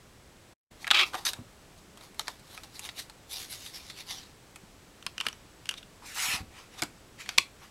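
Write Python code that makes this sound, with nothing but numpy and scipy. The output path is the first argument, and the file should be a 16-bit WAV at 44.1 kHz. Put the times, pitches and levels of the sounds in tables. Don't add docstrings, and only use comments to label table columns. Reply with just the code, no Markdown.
import sys
import numpy as np
from scipy import signal
from scipy.fft import rfft, irfft, next_fast_len
from scipy.io import wavfile
from scipy.ndimage import uniform_filter1d

SR = 44100
rng = np.random.default_rng(int(sys.argv[2]) if len(sys.argv) > 2 else 0)


def bounce(signal):
    frames = np.transpose(np.atleast_2d(signal))
    limited = np.clip(frames, -1, 1)
    pcm = np.round(limited * 32767).astype(np.int16)
    wavfile.write(sys.argv[1], SR, pcm)


N = 339863
TIME = np.arange(N) / SR
RING = TIME[:SR // 10]


# hz, gain_db
FLOOR_TONE = [(12, -45), (20, -3.5), (60, -3), (113, -4), (270, -8), (310, -8), (542, -11.5), (1000, -15.5),
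              (1220, -16), (3250, -20.5), (7730, -24.5), (16000, -35.5)]
# hz, t60_s
ROOM_DECAY = [(200, 0.19), (2500, 0.2), (6000, 0.17), (14000, 0.22)]
# time_s, gain_db
DROPOUT = [(.533, 2), (.546, -41), (.6, -48), (.7, -42), (.712, 3)]
# start_s, level_db, resonance_hz
BUMPS = [(1.143, -40, 342), (1.383, -33.5, 107), (1.406, -44, 240), (4.633, -43, 147), (5.266, -40.5, 308),
         (6.28, -38.5, 130), (6.335, -32.5, 91), (6.405, -32.5, 89), (6.428, -37, 121), (6.823, -29.5, 240),
         (6.842, -37.5, 240), (7.384, -39, 320)]
# middle_s, level_db, pitch_hz, glide_octaves_per_s, length_s
SQUEAKS = [(3.333, -44, 11300, 12, .008), (3.513, -47, 11200, 6, .011), (3.755, -48, 5420, 1, .017),
           (4.008, -50, 3750, -4, 0.012), (5.781, -49, 3700, -1, .012), (6.323, -36.5, 2610, -.5, .032)]

# start_s, level_db, knock_db, snap_db, resonance_hz
DISC_TAPS = [(5.026, -34.5, -7, -8, 3500), (5.065, -17, -7, -4.5, 4970), (5.1802, -21, -13, -9, 2680),
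             (5.202, -16, -18, -15, 3000), (5.2101, -18, -8.5, -8.5, 3060), (5.266, -12.5, -8, -10.5, 3050),
             (5.2852, -19.5, -15, -9.5, 3020), (5.3285, -32.5, -5, 0, 5660), (5.6566, -32, -11, -7, 2800),
             (5.691, -13, -26, -7, 3100), (5.711, -25.5, -13, -7, 3200), (5.74, -29, -7, -9, 3720),
             (5.8288, -35.5, -9, -16, 3500)]
# peak_s, rub_db, body_db, length_s
DISC_SCUFFS = [(5.258, -46.5, 0, 0.14), (5.67, -52, -16, .035), (5.715, -47.5, -1.5, .075),
               (5.781, -44, -30, 0.039)]
# hz, gain_db
DISC_TONE = [(88, -58), (150, -24), (589, -26), (1260, -7), (1900, -7.5), (3040, 1.5), (4160, -8.5),
             (5050, -10), (6260, -13.5), (6770, -20), (10400, -26.5), (11700, -28), (16000, -49)]
# centre_hz, width_hz, gain_db
TRAY_MODES = [(1380, 150, -2), (2200, 180, -18), (2760, 140, -1), (3200, 630, 10), (3700, 290, -19),
              (4400, 400, -17)]

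# time_s, level_db
CREAK_LEVEL = [(.932, -33), (.944, -24), (.975, -23.5), (1.01, -24.5), (1.034, -24), (1.05, -40),
               (1.07, -50)]
# time_s, level_db
RASP_LEVEL = [(1.2505, -41), (1.252, -27), (1.267, -29.5), (1.283, -32), (1.293, -31), (1.298, -49)]
# peak_s, rub_db, body_db, length_s
PAPER_STROKES = [(.83, -50.5, -4, 0.1), (1.075, -47, -1.5, 0.1), (1.15, -42, 10.5, 0.044),
                 (1.185, -45, -1, 0.15), (1.305, -42, -7, 0.1), (1.375, -61.5, 8.5, .13),
                 (1.785, -61, -14, 0.067), (2.045, -55.5, -3, 0.16), (2.21, -44, -2.5, 0.051),
                 (2.3, -51.5, -2, 0.17), (2.55, -53.5, -6, 0.33), (2.645, -51, -8, .05),
                 (2.765, -50.5, -13, 0.14), (2.858, -42, -10, .13), (2.995, -36.5, -14.5, 0.083)]
# time_s, rub_db
SLIDE_HOME = [(3.27, -78), (3.312, -46), (3.422, -45), (3.482, -56), (3.53, -43.5), (3.576, -52),
              (3.67, -48.5), (3.728, -56), (3.752, -45.5), (3.818, -55), (3.894, -54.5), (3.9, -47),
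              (3.924, -60), (4.004, -45.5), (4.05, -62.5), (4.112, -36), (4.126, -42.5), (4.32, -66)]
# hz, gain_db
CREAK_TONE = [(88, -74), (150, -37), (291, -28), (354, -6.5), (475, -31.5), (566, -10), (888, -16.5),
              (1290, -7), (1530, -23), (2270, 2.5), (2760, 0.5), (8560, -30), (14500, -36), (16000, -48)]
RASP_TONE = [(120, -67), (200, -42), (491, -25), (722, -15.5), (3560, -11.5), (3830, 1.5), (4120, -16),
             (4520, -7), (7140, -16.5), (13100, -18.5), (16000, -39)]
PAPER_TONE = [(180, -61), (300, -12.5), (455, -15.5), (713, -12), (1080, -8.5), (1480, -11), (1900, -4.5),
              (3290, -2), (3700, 1.5), (5430, -1.5), (7320, -6), (11500, -6.5), (16000, -19)]

# start_s, level_db, knock_db, snap_db, resonance_hz
CASE_CLICKS = [(0.8444, -23.5, -14, -21, 2150), (.869, -20.5, -10, -17, 1800), (.877, -18, -9, -12, 1590),
               (0.9054, -11, -13, -22, 3570), (0.9117, -3, -15, -14.5, 3600), (0.9157, -9.5, -6, -16, 1380),
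               (1.135, -27, 3, -11, 1380), (1.1435, -20, 8, -10, 1230), (1.1525, -21.5, 5, -8, 750),
               (1.266, -14.5, -15, -21, 3970), (1.3338, -23, -9, -0.5, 3850), (1.9736, -37.5, -2, -1, 3230),
               (2.0102, -37.5, -2, -7, 4030), (2.1945, -16.5, -6, -4, 4100), (2.272, -31, -9, -13, 4520),
               (2.2812, -19, -1, -5, 4840), (2.5767, -29, -5, -10, 2410), (2.6348, -33.5, -9, -2, 4350),
               (2.7937, -25.5, -8, 5, 2760), (2.89, -25, -11.5, -15, 4150), (3.0981, -33.5, -2, -2, 4400),
               (3.6625, -30, -25, -7, 3680), (3.9009, -30, -17, -10, 4150), (4.5595, -33, -4, -1, 2540),
               (6.8209, -16, -3, 3.5, 5250), (6.8252, -16, -7.5, -11, 2200), (6.8345, -21, -9, 2, 5050),
               (7.2604, -33.5, -10, -12, 2200), (7.2909, -18, -11, -8, 5920)]
# start_s, level_db
CREAK_SLIPS = [(0.9454, -11), (.9487, -12), (0.962, -14.5), (0.9714, -11), (0.9887, -13), (0.9945, -9.5),
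               (1.0023, -11.5), (1.0117, -10.5)]
# start_s, level_db, knock_db, snap_db, base_t60_s, resonance_hz
CATCH_SNAP = [(7.3788, -13, -8, -14, 0.035, 5500), (7.381, -14, -6, -2, 0.012, 4800),
              (7.3828, -3, -11, -9, 0.0058, 3880), (7.3842, -2, -18, -12.5, 0.0081, 2370),
              (7.3857, -7.5, -12, -15, 0.018, 1950)]
# peak_s, rub_db, body_db, length_s
CASE_DRAGS = [(6.595, -51, -6, 0.2), (6.75, -53.5, -6, 0.12), (6.795, -40.5, -6.5, 0.054),
              (6.84, -49, 0, 0.075), (7.212, -42, -15.5, 0.067), (7.305, -50, -13, 0.24),
              (7.64, -53.5, -4, 0.12)]
# time_s, rub_db, body_db, hiss_db
LID_SWING = [(6.02, -63.5, 6, -10), (6.064, -46.5, -14, -7.5), (6.142, -48, -14, -6),
             (6.146, -49.5, -15, 3.5), (6.176, -37.5, -9.5, -5), (6.234, -34, -13.5, -2.5),
             (6.3, -35.5, -10, -3), (6.304, -33, -15, -7), (6.352, -34.5, -11, -7), (6.42, -56, -1, -11)]
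# hz, gain_db
CLICK_TONE = [(88, -36), (150, -15.5), (291, -10.5), (475, -18.5), (702, 2), (1390, 4.5), (2920, -2.5),
              (3550, -1), (4950, -3.5), (5360, -8.5), (7770, -8), (12200, -18.5), (14200, -23),
              (16000, -45)]
CATCH_TONE = [(150, -25), (400, -23), (750, -21), (1150, -5.5), (1500, -13), (2000, -2), (3600, -3.5),
              (5500, -3.5), (10000, -13), (16000, -25)]
DRAG_TONE = [(180, -51), (300, -18), (667, -13), (814, -6), (1390, -2), (1580, -4.5), (2570, -1),
             (3400, -6), (5430, -6), (10000, -6.5), (13500, -11), (16000, -25)]
# centre_hz, width_hz, gain_db
LID_MODES = [(394, 28, -16.5), (764, 35, -9), (1276, 59, -4), (1590, 16, -13), (2520, 29, 0),
             (2760, 38, -1), (3210, 53, -3), (3400, 18, -7.5), (3780, 33, -0.5), (4360, 68, -14.5),
             (4970, 32, -13.5), (5200, 47, -14)]
CLOSED_MODES = [(1120, 120, -10), (1950, 260, -5), (2370, 84, -12), (2950, 83, -15), (3600, 130, -10),
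                (4970, 55, -7), (4840, 58, -13), (5530, 63, -9), (5970, 120, -7)]
SHELL_MODES = [(766, 16, 8), (1470, 157, -22.5), (2186, 85, -22), (2545, 206, 7), (2920, 18, -23),
               (4530, 83, -20), (5500, 89, -6), (6470, 165, -27)]

FLOOR_DB, TOP_HZ = -58, 16000
BUMP_T60_S = 0.069
DISC_T60_S = .018
CLICK_T60_S, T60_DOUBLES_DB = 0.014, 22.5
TICK_START_S, TICK_END_S, TICK_DB = 0.62, 3.1, -44.5
TICK_KNOCK_DB, TICK_SNAP_DB, TICK_HZ = -10, 1, 3200
SLIP_KNOCK_DB, SLIP_SNAP_DB, SLIP_T60_S, SLIP_HZ = -17.5, -21.5, 0.05, 3200
RISE_SHARE = 0.48
SLIDE_BODY_DB, SLIDE_HISS_DB, SLIDE_DULLS_DB_PER_S = -14.5, -0.5, 10.5


def amp(db):
    return 10 ** (np.asarray(db) / 20)


def unit(x):
    return x / np.sqrt(np.mean(x ** 2) + 1e-20)


def along(points, hz):
    f, v = np.transpose(points)
    return np.interp(np.log(hz + 1), np.log(f + 1), v)


def gains(rows):
    s, *cols = np.transpose(rows)
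    return np.array([amp(np.interp(TIME, s, c, left=-140, right=-140)) for c in cols])


def filtered(x, response):
    m = next_fast_len(len(x) + 2048)
    return irfft(rfft(x, m) * response(np.fft.rfftfreq(m, 1 / SR)), m)[:len(x)]


def coloured(x, gain):
    def response(hz):
        cepstrum = irfft(np.log(np.maximum(gain(hz), 1e-6)))
        cepstrum[1:len(cepstrum) // 2] *= 2
        cepstrum[len(cepstrum) // 2 + 1:] = 0
        return np.exp(rfft(cepstrum))
    return filtered(x, response)


def resonate(x, modes):
    def response(f):
        total = 0
        for k, (centre, width, db) in enumerate(modes):
            damping = 1j * f * width
            total = total + (-1) ** k * amp(db) * damping / (centre * centre - f * f + damping)
        return total
    return filtered(x, response)


def ringing(x, modes, ring_db):
    return np.std(x) * unit(unit(x) + amp(ring_db) * unit(resonate(x, modes)))


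def registers(hz, low_hz=1450, high_hz=6000):
    low = 1 / (1 + (hz / low_hz) ** 6)
    high = 1 - 1 / (1 + (hz / high_hz) ** 6)
    return 1 - low - high, low, high


def slips(rate, spread_db):
    gap, size, side = rng.random((30000, 3)).T
    at = (np.cumsum(.25 + 1.5 * gap) * SR / rate).astype(int)
    kicks = amp(spread_db * size) * np.sign(side - .5)
    return unit(np.bincount(at[at < N], kicks[at < N], N))


def friction(rate, spread_db, smooth_db):
    return unit(slips(rate, spread_db) + amp(smooth_db) * rng.standard_normal(N))


def wandering(x, depth_db, size=(5, 9)):
    z = signal.stft(x, nperseg=512)[2]
    field = uniform_filter1d(rng.standard_normal(z.shape), size[0], 0)
    field = uniform_filter1d(field, size[1], 1)
    return unit(signal.istft(z * amp(depth_db * unit(field)), nperseg=512)[1][:N])


def stroked(strokes, hiss_db, rise_power, fall_power):
    power = np.zeros((3, N))
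    for s, db, body_db, length in strokes:
        near = np.abs(TIME - s) < .4
        u = (TIME[near] - s) / length
        rise = np.abs(u / RISE_SHARE) ** rise_power
        fall = np.abs(u / (1 - RISE_SHARE)) ** fall_power
        away = np.where(u < 0, rise, fall)
        power[:, near] += np.outer(amp([0, body_db, hiss_db]), amp(db - 20 * away)) ** 2
    return power


def pushed(rows):
    return gains([(s, db, db + body_db, db + hiss_db) for s, db, body_db, hiss_db in rows]) ** 2


def rubbing(power, tone, grain):
    out = 0
    for k, p in enumerate(power):
        band = filtered(grain, lambda f: amp(along(tone, f)) * registers(f)[k])
        out = out + np.sqrt(p) * unit(band)
    return out


def contacts(rows, tone, chatter_db, stretch, focus_db, q):
    out = np.zeros(N + SR)
    for s, db, knock_db, snap_db, t60, hz in rows:
        spot = lambda f: amp(along(tone, f) + focus_db / (1 + (q * (f / hz - 1)) ** 2))
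        hit = 0
        for k, share in enumerate(amp([0, knock_db, snap_db])):
            decay = amp(-60 * RING / max(t60 * stretch[k], .001))
            chatter = rng.standard_normal(len(RING)) * decay
            blow = unit(RING == 0) + amp(chatter_db) * unit(chatter)
            hit = hit + share * unit(coloured(blow, lambda f: spot(f) * registers(f)[k]))
        out[round(s * SR):][:len(RING)] += amp(db) * hit / np.linalg.norm(hit)
    return out[:N]


def floor():
    hiss = unit(filtered(rng.standard_normal(N), lambda f: amp(along(FLOOR_TONE, f))))
    whistle = unit(resonate(rng.standard_normal(N), [(7860, 140, 0)]))
    return amp(FLOOR_DB) * hiss + amp(-78) * whistle


def room(x, delay_s=.007):
    hz, t, z = signal.stft(rng.standard_normal(SR // 2), SR, nperseg=256)
    decay = amp(-60 * t / along(ROOM_DECAY, hz)[:, None])
    tail = signal.istft(z * decay, SR, nperseg=256)[1]
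    tail = np.pad(tail / np.linalg.norm(tail), (round(delay_s * SR), 0))
    return signal.fftconvolve(x, tail)[:N]


def table(attack_s=0.0011, q=2.1):
    out = np.zeros(N + SR)
    for s, db, hz in BUMPS:
        swell = 1 - np.exp(-RING / attack_s)
        push = rng.standard_normal(len(RING)) * swell * amp(-60 * RING / BUMP_T60_S)
        top = lambda f: amp(-11.0) / (1 + ((f - 250) / 80) ** 2)
        spot = lambda f: 1 / (1 + (q * (f / hz - 1)) ** 2)
        thud = coloured(push, lambda f: (top(f) + spot(f)) * f / (f + 70))
        out[round(s * SR):][:len(RING)] += amp(db - 4.5) * thud / np.abs(thud).max()
    return out[:N]


def squeaks():
    out, t = np.zeros(N), RING - RING.mean()
    for s, db, hz, glide, length in SQUEAKS:
        waver_hz = 220 * unit(uniform_filter1d(rng.standard_normal(len(t)), size=40))
        phase = 2 * np.pi * np.cumsum(hz * 2 ** (glide * t) + waver_hz) / SR
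        bell = np.exp(-(t / length) ** 2)
        out[round((s + t[0]) * SR):][:len(t)] += amp(db) * bell * unit(np.sin(phase))
    return out


def disc():
    hits = [(*tap, DISC_T60_S, hz) for *tap, hz in DISC_TAPS]
    taps = contacts(hits, DISC_TONE, chatter_db=8.5, stretch=[1, 1.1, .8], focus_db=10, q=10.4)
    grain = wandering(friction(rate=790, spread_db=14, smooth_db=-1), depth_db=2.5)
    power = stroked(DISC_SCUFFS, hiss_db=-5.5, rise_power=0.6, fall_power=0.67)
    scuff = rubbing(power, DISC_TONE, grain)
    return ringing(amp(9.5) * taps + amp(-2.5) * scuff, TRAY_MODES, ring_db=-15.0)


def insert():
    jerks = friction(rate=300, spread_db=9.0, smooth_db=-2)
    paper_creak = unit(coloured(jerks, lambda f: amp(along(CREAK_TONE, f))))
    creak = amp(-5.0) * paper_creak + amp(-9.0) * unit(resonate(jerks, LID_MODES))

    scrape = wandering(friction(rate=1700, spread_db=23, smooth_db=1.5), depth_db=4.0)
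    rasp = unit(filtered(scrape, lambda f: amp(along(RASP_TONE, f))))

    grain = wandering(friction(rate=700, spread_db=22, smooth_db=0.5), depth_db=3.0)
    start_s = SLIDE_HOME[0][0]
    home = pushed([(s, db, SLIDE_BODY_DB, SLIDE_HISS_DB - SLIDE_DULLS_DB_PER_S * (s - start_s))
                   for s, db in SLIDE_HOME])
    strokes = stroked(PAPER_STROKES, hiss_db=-4.5, rise_power=1.06, fall_power=0.76)
    power = strokes + amp(0.5) ** 2 * home
    slide = ringing(rubbing(power, PAPER_TONE, grain), SHELL_MODES, ring_db=-10.5)
    return gains(CREAK_LEVEL)[0] * creak + gains(RASP_LEVEL)[0] * rasp + amp(-3) * slide


def ticks(count=7, spread_db=3):
    rows = []
    for when, force, spot in rng.random((count, 3)):
        s = TICK_START_S + (TICK_END_S - TICK_START_S) * when
        db = TICK_DB + spread_db * (2 * force - 1)
        rows.append((s, db, TICK_KNOCK_DB, TICK_SNAP_DB, TICK_HZ * 2 ** (spot - .5)))
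    return rows


def case():
    hits = [(s, db, knock, snap, CLICK_T60_S * 2 ** (-db / T60_DOUBLES_DB), hz)
            for s, db, knock, snap, hz in CASE_CLICKS + ticks()]
    hits += [(s, db, SLIP_KNOCK_DB, SLIP_SNAP_DB, SLIP_T60_S, SLIP_HZ) for s, db in CREAK_SLIPS]
    clicks = contacts(hits, CLICK_TONE, chatter_db=4, stretch=[1, 1.3, .85], focus_db=10.5, q=5.7)
    clicks = ringing(clicks, LID_MODES, ring_db=-11.5)

    catch = contacts(CATCH_SNAP, CATCH_TONE, chatter_db=2, stretch=[1, 1.3, .8], focus_db=11.0, q=4.8)
    catch = ringing(catch, CLOSED_MODES, ring_db=-27)

    grain = wandering(friction(rate=900, spread_db=18, smooth_db=5), depth_db=3.04)
    shifts = stroked(CASE_DRAGS, hiss_db=-11, rise_power=1.6, fall_power=1.27)
    power = shifts + amp(1.5) ** 2 * pushed(LID_SWING)
    drag = ringing(rubbing(power, DRAG_TONE, grain), SHELL_MODES, ring_db=-5)
    return amp(10.5) * clicks + amp(8.5) * catch + amp(-4.0) * drag


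def scene():
    near = insert() + case() + disc() + squeaks() + table()
    return (near + amp(-16.0) * room(near) + floor())[None]


def record(dry):
    gated = dry[0] * amp(np.interp(TIME, *np.transpose(DROPOUT)))
    rounded = gated / (1 + np.abs(gated / .92) ** 8) ** (1 / 8)
    return filtered(rounded, lambda hz: 1 / (1 + (hz / TOP_HZ) ** 120))[None]


dry = scene()
out = record(dry)
bounce(out)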